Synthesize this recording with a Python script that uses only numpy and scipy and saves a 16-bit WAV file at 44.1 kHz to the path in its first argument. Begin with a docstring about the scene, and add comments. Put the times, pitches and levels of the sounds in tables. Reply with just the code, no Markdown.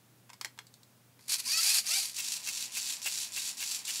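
"""A plastic puzzle cube clatters as a hand sets it into the tray of a small toy-brick robot.
The robot twitches with a faint, dull tap, then geared motors swing its arms in three moves, whining
upward and rattling in the frame. The tray turns in seven quick steps: the slack snaps up, the motor
races, the gears chatter, and it brakes. One microphone, close by, in a carpeted room with a faint hum."""
import sys
import numpy as np
from scipy import signal
from scipy.fft import rfft, irfft
from scipy.io import wavfile
from scipy.ndimage import uniform_filter1d

SR = 44100
rng = np.random.default_rng(int(sys.argv[2]) if len(sys.argv) > 2 else 0)


def master(y):
    """Save y as 16-bit WAV."""
    cut = np.clip(np.atleast_2d(y).T, -1, 1)
    pcm = np.round(cut * 32767)  # scale
    wavfile.write(sys.argv[1], SR, pcm.astype(np.int16))


N = 176400
TIME = np.arange(N) / SR


def from_db(db):
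    """Decibels to gain."""
    return 10 ** (np.asarray(db) / 20)


def rms_one(x):
    """Scale to unit rms."""
    return x / np.sqrt(np.mean(x ** 2) + 1e-20)


def in_time(rows):
    """Read a curve of (time_s, value) rows at every sample."""
    return np.interp(TIME, *np.transpose(rows))


def at_hz(spectrum, hz):
    """Read a spectrum in dB on a log-frequency axis."""
    freq_hz, db = np.transpose(spectrum)
    return np.interp(np.log(np.maximum(hz, 1)), np.log(freq_hz), db)


def swell(offset_s, width_s):
    """A bell curve, 1 at zero offset."""
    return np.exp(-.5 * (offset_s / width_s) ** 2)


def drift(rate_hz):
    """Smooth random wander with spread 1."""
    hop, settle = 40, 2000
    pole = np.exp(-2 * np.pi * hop * rate_hz / SR)
    slow = signal.lfilter([1], [1, -2 * pole, pole * pole], rng.standard_normal(N // hop + settle + 2))
    slow = rms_one(slow[settle:])
    return np.interp(np.arange(N) / hop, np.arange(len(slow)), slow)


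def coloured(x, spectrum):
    """Minimum-phase filter of unit power gain, shaped like the spectrum."""
    size = 8192
    gain = from_db(at_hz(spectrum, np.fft.rfftfreq(size, 1 / SR)))
    cepstrum = irfft(np.log(gain))
    cepstrum[1:size // 2] *= 2
    cepstrum[size // 2 + 1:] = 0
    response = irfft(np.exp(rfft(cepstrum)))
    return signal.fftconvolve(x, response / np.linalg.norm(response))[:N]


def dying(power, decay_s):
    """Spread each burst of energy over an exponential decay."""
    keep = np.exp(-1 / (decay_s * SR))
    return signal.lfilter([1 - keep], [1, -keep], power)


def room_tone(air_db=-64, hum_hz=121):
    """Faint room air and a low hum."""
    # colour of the air: freq_hz, gain_db
    air_spectrum = [(25, -50), (62, -38), (90, -18.5), (220, -15), (350, -22), (800, -26), (3000, -32),
                    (15500, -34)]
    # loudness of the hum: time_s, level_db
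    hum_level = [(0, -75), (.12, -66.5), (1.2, -69.5), (1.4, -73.5), (4, -77.5)]
    hum = np.sqrt(2) * np.sin(2 * np.pi * np.cumsum(hum_hz + .5 * drift(2.7)) / SR)
    air = coloured(rng.standard_normal(N), air_spectrum)
    return from_db(air_db) * air + from_db(in_time(hum_level)) * hum


def carpeted_room(x, t60_s=0.17, tail_db=-10):
    """The direct sound plus the room's dense, quickly dying tail."""
    age = TIME[:SR // 2]
    tail = rng.standard_normal(len(age)) * from_db(-60 * age / t60_s)
    return x + from_db(tail_db) * signal.fftconvolve(x, tail / np.linalg.norm(tail))[:N]


def resonance(x, hz, width_hz):
    """One narrow mode with gain 1 at its peak."""
    return signal.lfilter(*signal.iirpeak(hz, hz / width_hz, fs=SR), x)


def contact(start_s, level_db, decay_s, ring_db, ring_t60_s=0.099):
    """A brief gritty touch of hard plastic and the dying buzz of the loose parts."""
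    age = np.abs(TIME - start_s)
    envelope = np.exp(-age / decay_s) + from_db(ring_db - 60 * age / ring_t60_s)
    return from_db(level_db - 12) * rng.standard_normal(N) * (TIME >= start_s) * envelope


def through_bricks(x):
    """Short paths through the bricks, each an all-pass, smear a click."""
    # travel time of each path: delay_s
    paths = [.00017, .00029, .00043, .00071]
    for delay_s in paths:
        impulse = np.eye(1, int(delay_s * SR) + 1)[0]
        delayed = impulse[::-1]
        x = signal.lfilter(delayed - .5 * impulse, impulse - .5 * delayed, x)
    return x


def teeth(rate_hz, body, jitter, uneven_db, scrape_s, ring_db, click_db, ring_s=0.0049):
    """Each tooth clicks with its own strength, scrapes and sets loose bricks buzzing; steady level."""
    teeth_passed = np.cumsum(rate_hz * (1 + jitter * drift(200))) / SR
    strikes = np.diff(np.floor(teeth_passed), prepend=0).clip(0)
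    strikes *= from_db(uneven_db * np.clip(rng.standard_normal(N), -2.3, 2.3))
    scrape_power = dying(strikes ** 2, scrape_s)
    buzz_power = from_db(ring_db) ** 2 * dying(strikes ** 2, ring_s)
    grit = np.sqrt(scrape_power + buzz_power + 1e-9) * rng.standard_normal(N)
    force = grit + from_db(click_db) * through_bricks(strikes)
    running_rms = np.sqrt(uniform_filter1d(force ** 2, size=1300) + 1e-12)
    return coloured(force / running_rms, body)


def whine(rate_hz, body, wobble, flutter_db, harmonics):
    """Multiples of the tooth rate glide through the frame's resonances; steady level."""
    phase = 2 * np.pi * np.cumsum(rate_hz * (1 + wobble * drift(67.1))) / SR
    tone, power = 0, 0
    for k in range(1, harmonics + 1):
        gain = from_db(at_hz(body, k * rate_hz) + flutter_db * drift(24.4))
        tone += gain * np.sin(k * phase + rng.uniform(0, 2 * np.pi))
        power += gain ** 2 / 2
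    return tone / np.sqrt(power)


def frame_thuds(band_hz=(550, 1500)):
    """The whole frame knocks dully when the tray jerks hard."""
    # jerks of the tray: start_s, level_db
    jerks = [(3.058, -22.5), (3.371, -34)]
    knocks = sum(contact(s, db, decay_s=0.0072, ring_db=-9) for s, db in jerks)
    return signal.sosfilt(signal.butter(2, band_hz, "band", fs=SR, output="sos"), knocks)


def cube_and_twitch():
    """The cube lands and rings the tray, its pieces tick as the fingers let go, the robot twitches."""
    # taps, each with its own loudness and brightness: start_s, level_db, cutoff_hz
    # the last, a faint dull tap, is the robot's first twitch before the arms move
    touches = [(0.294, -37.5, 2500), (0.301, -31.5, 2200), (0.332, -32, 6950), (0.34, -37.5, 8000),
               (.412, -18, 8150), (0.447, -18, 6270), (0.4555, -26, 4000), (0.577, -40, 2000),
               (.589, -24.5, 3700), (1.192, -40.5, 1490)]
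    # ticks of the loose pieces: start_s, level_db
    piece_ticks = [(0.668, -38), (.740, -36.5), (0.832, -40)]
    # modes of the tray under the cube, colour of the taps and of the ticks: freq_hz, gain_db
    modes = [(930, 3), (2100, 3), (3300, 4), (4300, 2), (5100, 3), (7700, 1)]
    tap_spectrum = [(100, -35), (220, -15), (550, -10.5), (900, -5), (2100, -0.5), (2700, -4), (7500, -1),
                    (9500, -5), (15500, -9.5)]
    tick_spectrum = [(1000, -25), (3300, -14), (4300, -2), (5800, -14), (8000, -8), (10000, -19),
                     (15000, -21)]
    taps = np.zeros(N)
    for start_s, db, cutoff_hz in touches:
        softness = np.exp(-2 * np.pi * cutoff_hz / SR)
        touch = contact(start_s, db, decay_s=0.0025, ring_db=-16.5)
        taps += signal.lfilter([np.sqrt(1 - softness ** 2)], [1, -softness], touch)
    rings = sum(from_db(db) * resonance(taps, hz, width_hz=160) for hz, db in modes)
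    ticks = sum(contact(s, db, decay_s=0.0017, ring_db=-11) for s, db in piece_ticks)
    return from_db(-3) * coloured(taps + rings, tap_spectrum) + coloured(ticks, tick_spectrum)


def arm_frame(x):
    """The sound plus the ring of the arm's frame."""
    # modes of the frame: freq_hz, gain_db
    modes = [(4180, 4), (4550, 4), (4880, 3), (6850, -3)]
    return x + sum(from_db(db) * resonance(x, hz, width_hz=130) for hz, db in modes)


def arm_gears(last_move_s=1.835, groan_s=1.475, groan_hz=245):
    """The arm drive whines while it pulls evenly; running free, its teeth lose time and rattle."""
    # tooth rate through the three moves: time_s, rate_hz
    tooth_rate = [(1.27, 130.6), (1.30, 379.4), (1.335, 630), (1.355, 595), (1.38, 277.8), (1.40, 380.1),
                  (1.43, 259.2), (1.46, 490.5), (1.52, 605), (1.56, 648.2), (1.60, 667), (1.69, 819.5),
                  (1.76, 923), (1.80, 704.2), (1.84, 282.7), (1.885, 590), (1.95, 756.7), (1.985, 788),
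                  (2.01, 654.3), (2.13, 197.3)]
    # loudness of the gears, and the clean whine's share of it: time_s, level_db
    loudness = [(1.18, -94), (1.2, -61.5), (1.272, -59), (1.283, -42), (1.30, -31), (1.34, -25),
                (1.378, -43.5), (1.398, -31), (1.426, -50), (1.465, -33.5), (1.532, -27.5), (1.56, -31),
                (1.582, -26), (1.612, -27.5), (1.71, -23.5), (1.728, -29), (1.742, -24.5), (1.79, -25),
                (1.825, -47.5), (1.862, -39.5), (1.87, -32.5), (1.90, -29), (1.984, -27.5), (2.014, -32.5),
                (2.06, -34), (2.125, -46.5), (2.2, -64)]
    whine_share = [(1.40, -20), (1.47, -5), (1.59, -3), (1.64, -14), (1.70, -8.5), (1.81, -16), (1.88, -6),
                   (1.975, -5.5), (2.02, -20)]
    # colour of the rattle, of the first two moves' whine and of the last move's: freq_hz, gain_db
    body = [(180, -46), (450, -37.5), (800, -22), (1200, -21.5), (1900, -14.5), (2400, -8), (3600, -10.5),
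            (4500, -6), (7500, -5.5), (10000, -6), (12500, -11), (15500, -23.5)]
    early_spectrum = [(650, -27), (1020, -15), (1330, -17), (1650, -15), (2000, -10), (2450, -2),
                      (3100, -14), (4000, -9), (4700, 4), (5400, -3), (9000, -10)]
    last_spectrum = [(450, -26), (720, -10), (1250, -12), (1600, -16), (2300, -3), (2950, 0), (3700, -6),
                     (5150, 5), (9000, -5)]
    # the gears take up their slack: start_s, level_db
    slack_snaps = [(1.283, -19), (1.394, -24), (1.867, -16)]
    rate_hz = in_time(tooth_rate)
    clean = np.clip(from_db(in_time(whine_share)), .05, .9)
    rattle = teeth(rate_hz, body, jitter=0.017 / clean, uneven_db=4.5,
                   scrape_s=0.00026, ring_db=5, click_db=-5.5)
    early = whine(rate_hz, early_spectrum, wobble=0.004 / clean, flutter_db=4.5, harmonics=12)
    last = whine(rate_hz, last_spectrum, wobble=0.004 / clean, flutter_db=5.5, harmonics=12)
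    tone = np.where(TIME < last_move_s, early, last)
    gears = from_db(-2) * np.sqrt(1 - clean ** 2) * rms_one(arm_frame(rattle)) + clean * tone
    snaps = sum(contact(s, db, decay_s=0.00076, ring_db=-30) for s, db in slack_snaps)
    # the arm groans as it takes the load
    groan = from_db(-58) * swell(TIME - groan_s, width_s=0.02) * np.sin(2 * np.pi * groan_hz * TIME)
    return from_db(in_time(loudness)) * gears + arm_frame(coloured(snaps, body)) + groan


def tray_gears(cruise_hz=478.5, run_up_s=0.03, race_at_s=0.053, brake_s=0.075):
    """Each step: the slack snaps up, the motor overshoots, cruises, grabs and slows to a stop."""
    # steps of the tray: start_s, length_s, snap_db, racing_db, top_rate_hz
    steps = [(2.142, 0.29, -39, -42, 561.7), (2.432, 0.27, -25, -42.5, 547.3),
             (2.721, 0.28, -24, -43.5, 538.8), (3.018, 0.29, -18, -38, 578.3),
             (3.321, .235, -22, -42.5, 557.8), (3.57, 0.26, -27, -42, 570.7), (3.842, 0.28, -40, -43, 594)]
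    # loose parts clack as it turns: start_s, level_db
    clacks = [(2.32, -15.5), (2.901, -19.5), (3.713, -18.5), (3.958, -20)]
    # colour of the tray's gears and of the racing motor's whine: freq_hz, gain_db
    body = [(150, -55), (450, -37), (850, -32.5), (1300, -21), (1900, -15), (2650, -6), (3400, -6.5),
            (4450, -0.5), (6700, -3), (7300, 1.5), (8000, -4.5), (11000, -8.5), (13000, -14.5),
            (15500, -21.5)]
    whine_spectrum = [(600, -40), (1650, -16), (2250, -6), (2800, 5), (3400, -9)]
    # the frame shaken by the racing motor, and rattling on between steps: freq_hz, gain_db
    shudder_spectrum = [(60, -32), (300, -16), (750, -10), (1600, -5), (2650, 7), (3300, -23), (6000, -5)]
    drone_spectrum = [(60, -34), (160, -10), (250, -2.5), (400, -16), (950, 0.5), (1300, -7), (2600, 1.5),
                      (5000, -15.5)]
    level, racing, snaps = np.zeros((3, N))
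    rate_hz = np.full(N, 100.)
    for start_s, length_s, snap_db, racing_db, top_rate_hz in steps:
        age = TIME - start_s
        left_s = length_s - age
        turning = (age >= 0) & (age < length_s + .03)
        starting = np.clip(1 - age / run_up_s, 0, 1)
        braking = np.clip(1 - left_s / brake_s, 0, 1)
        race = swell(age - race_at_s, width_s=0.011)
        grab = swell(left_s - 0.08, width_s=0.042)  # the teeth load up as braking begins
        step_db = -8.5 * starting - 14 * braking + 2 * race + 2 * grab
        level = np.maximum(level, turning * from_db(step_db))
        driven_hz = cruise_hz * (1 - .5 * starting) * (1 - .6 * braking)
        overshoot_hz = top_rate_hz * swell(age - race_at_s, width_s=0.05)
        rate_hz = np.maximum(rate_hz, turning * np.maximum(driven_hz, overshoot_hz))
        racing += turning * race * from_db(racing_db)
        snaps += contact(start_s, snap_db, decay_s=0.00049, ring_db=-17)
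    snaps += sum(contact(s, db, decay_s=0.00098, ring_db=-5.5) for s, db in clacks)
    chatter = teeth(rate_hz, body, jitter=0.2, uneven_db=4, scrape_s=0.00031, ring_db=1.5, click_db=-6.5)
    shudder = teeth(rate_hz, shudder_spectrum, jitter=0.14, uneven_db=-4,
                    scrape_s=0.00027, ring_db=22, click_db=-16)
    drone_gain = from_db(-56.5) * np.sqrt(dying(level, decay_s=0.12))
    drone = drone_gain * coloured(rng.standard_normal(N), drone_spectrum)
    flutter = 1 + 0.6 * drift(200)
    squeak = flutter * whine(rate_hz, whine_spectrum, wobble=0.0246, flutter_db=2, harmonics=6)
    motor = squeak + from_db(2) * shudder
    chatter_gain = from_db(-38 + drift(26)) * level
    return chatter_gain * chatter + racing * motor + drone + coloured(snaps, body)


def scene():
    """Cube and gears close to one microphone, in a dead room."""
    robot = cube_and_twitch() + arm_gears() + tray_gears() + frame_thuds()
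    return (carpeted_room(robot) + room_tone())[None]


def record(dry, cutoff_hz=15700):
    """The top is cut steeply."""
    return signal.sosfilt(signal.ellip(12, .1, 80, cutoff_hz, fs=SR, output="sos"), dry)


dry = scene()
out = record(dry)
master(out)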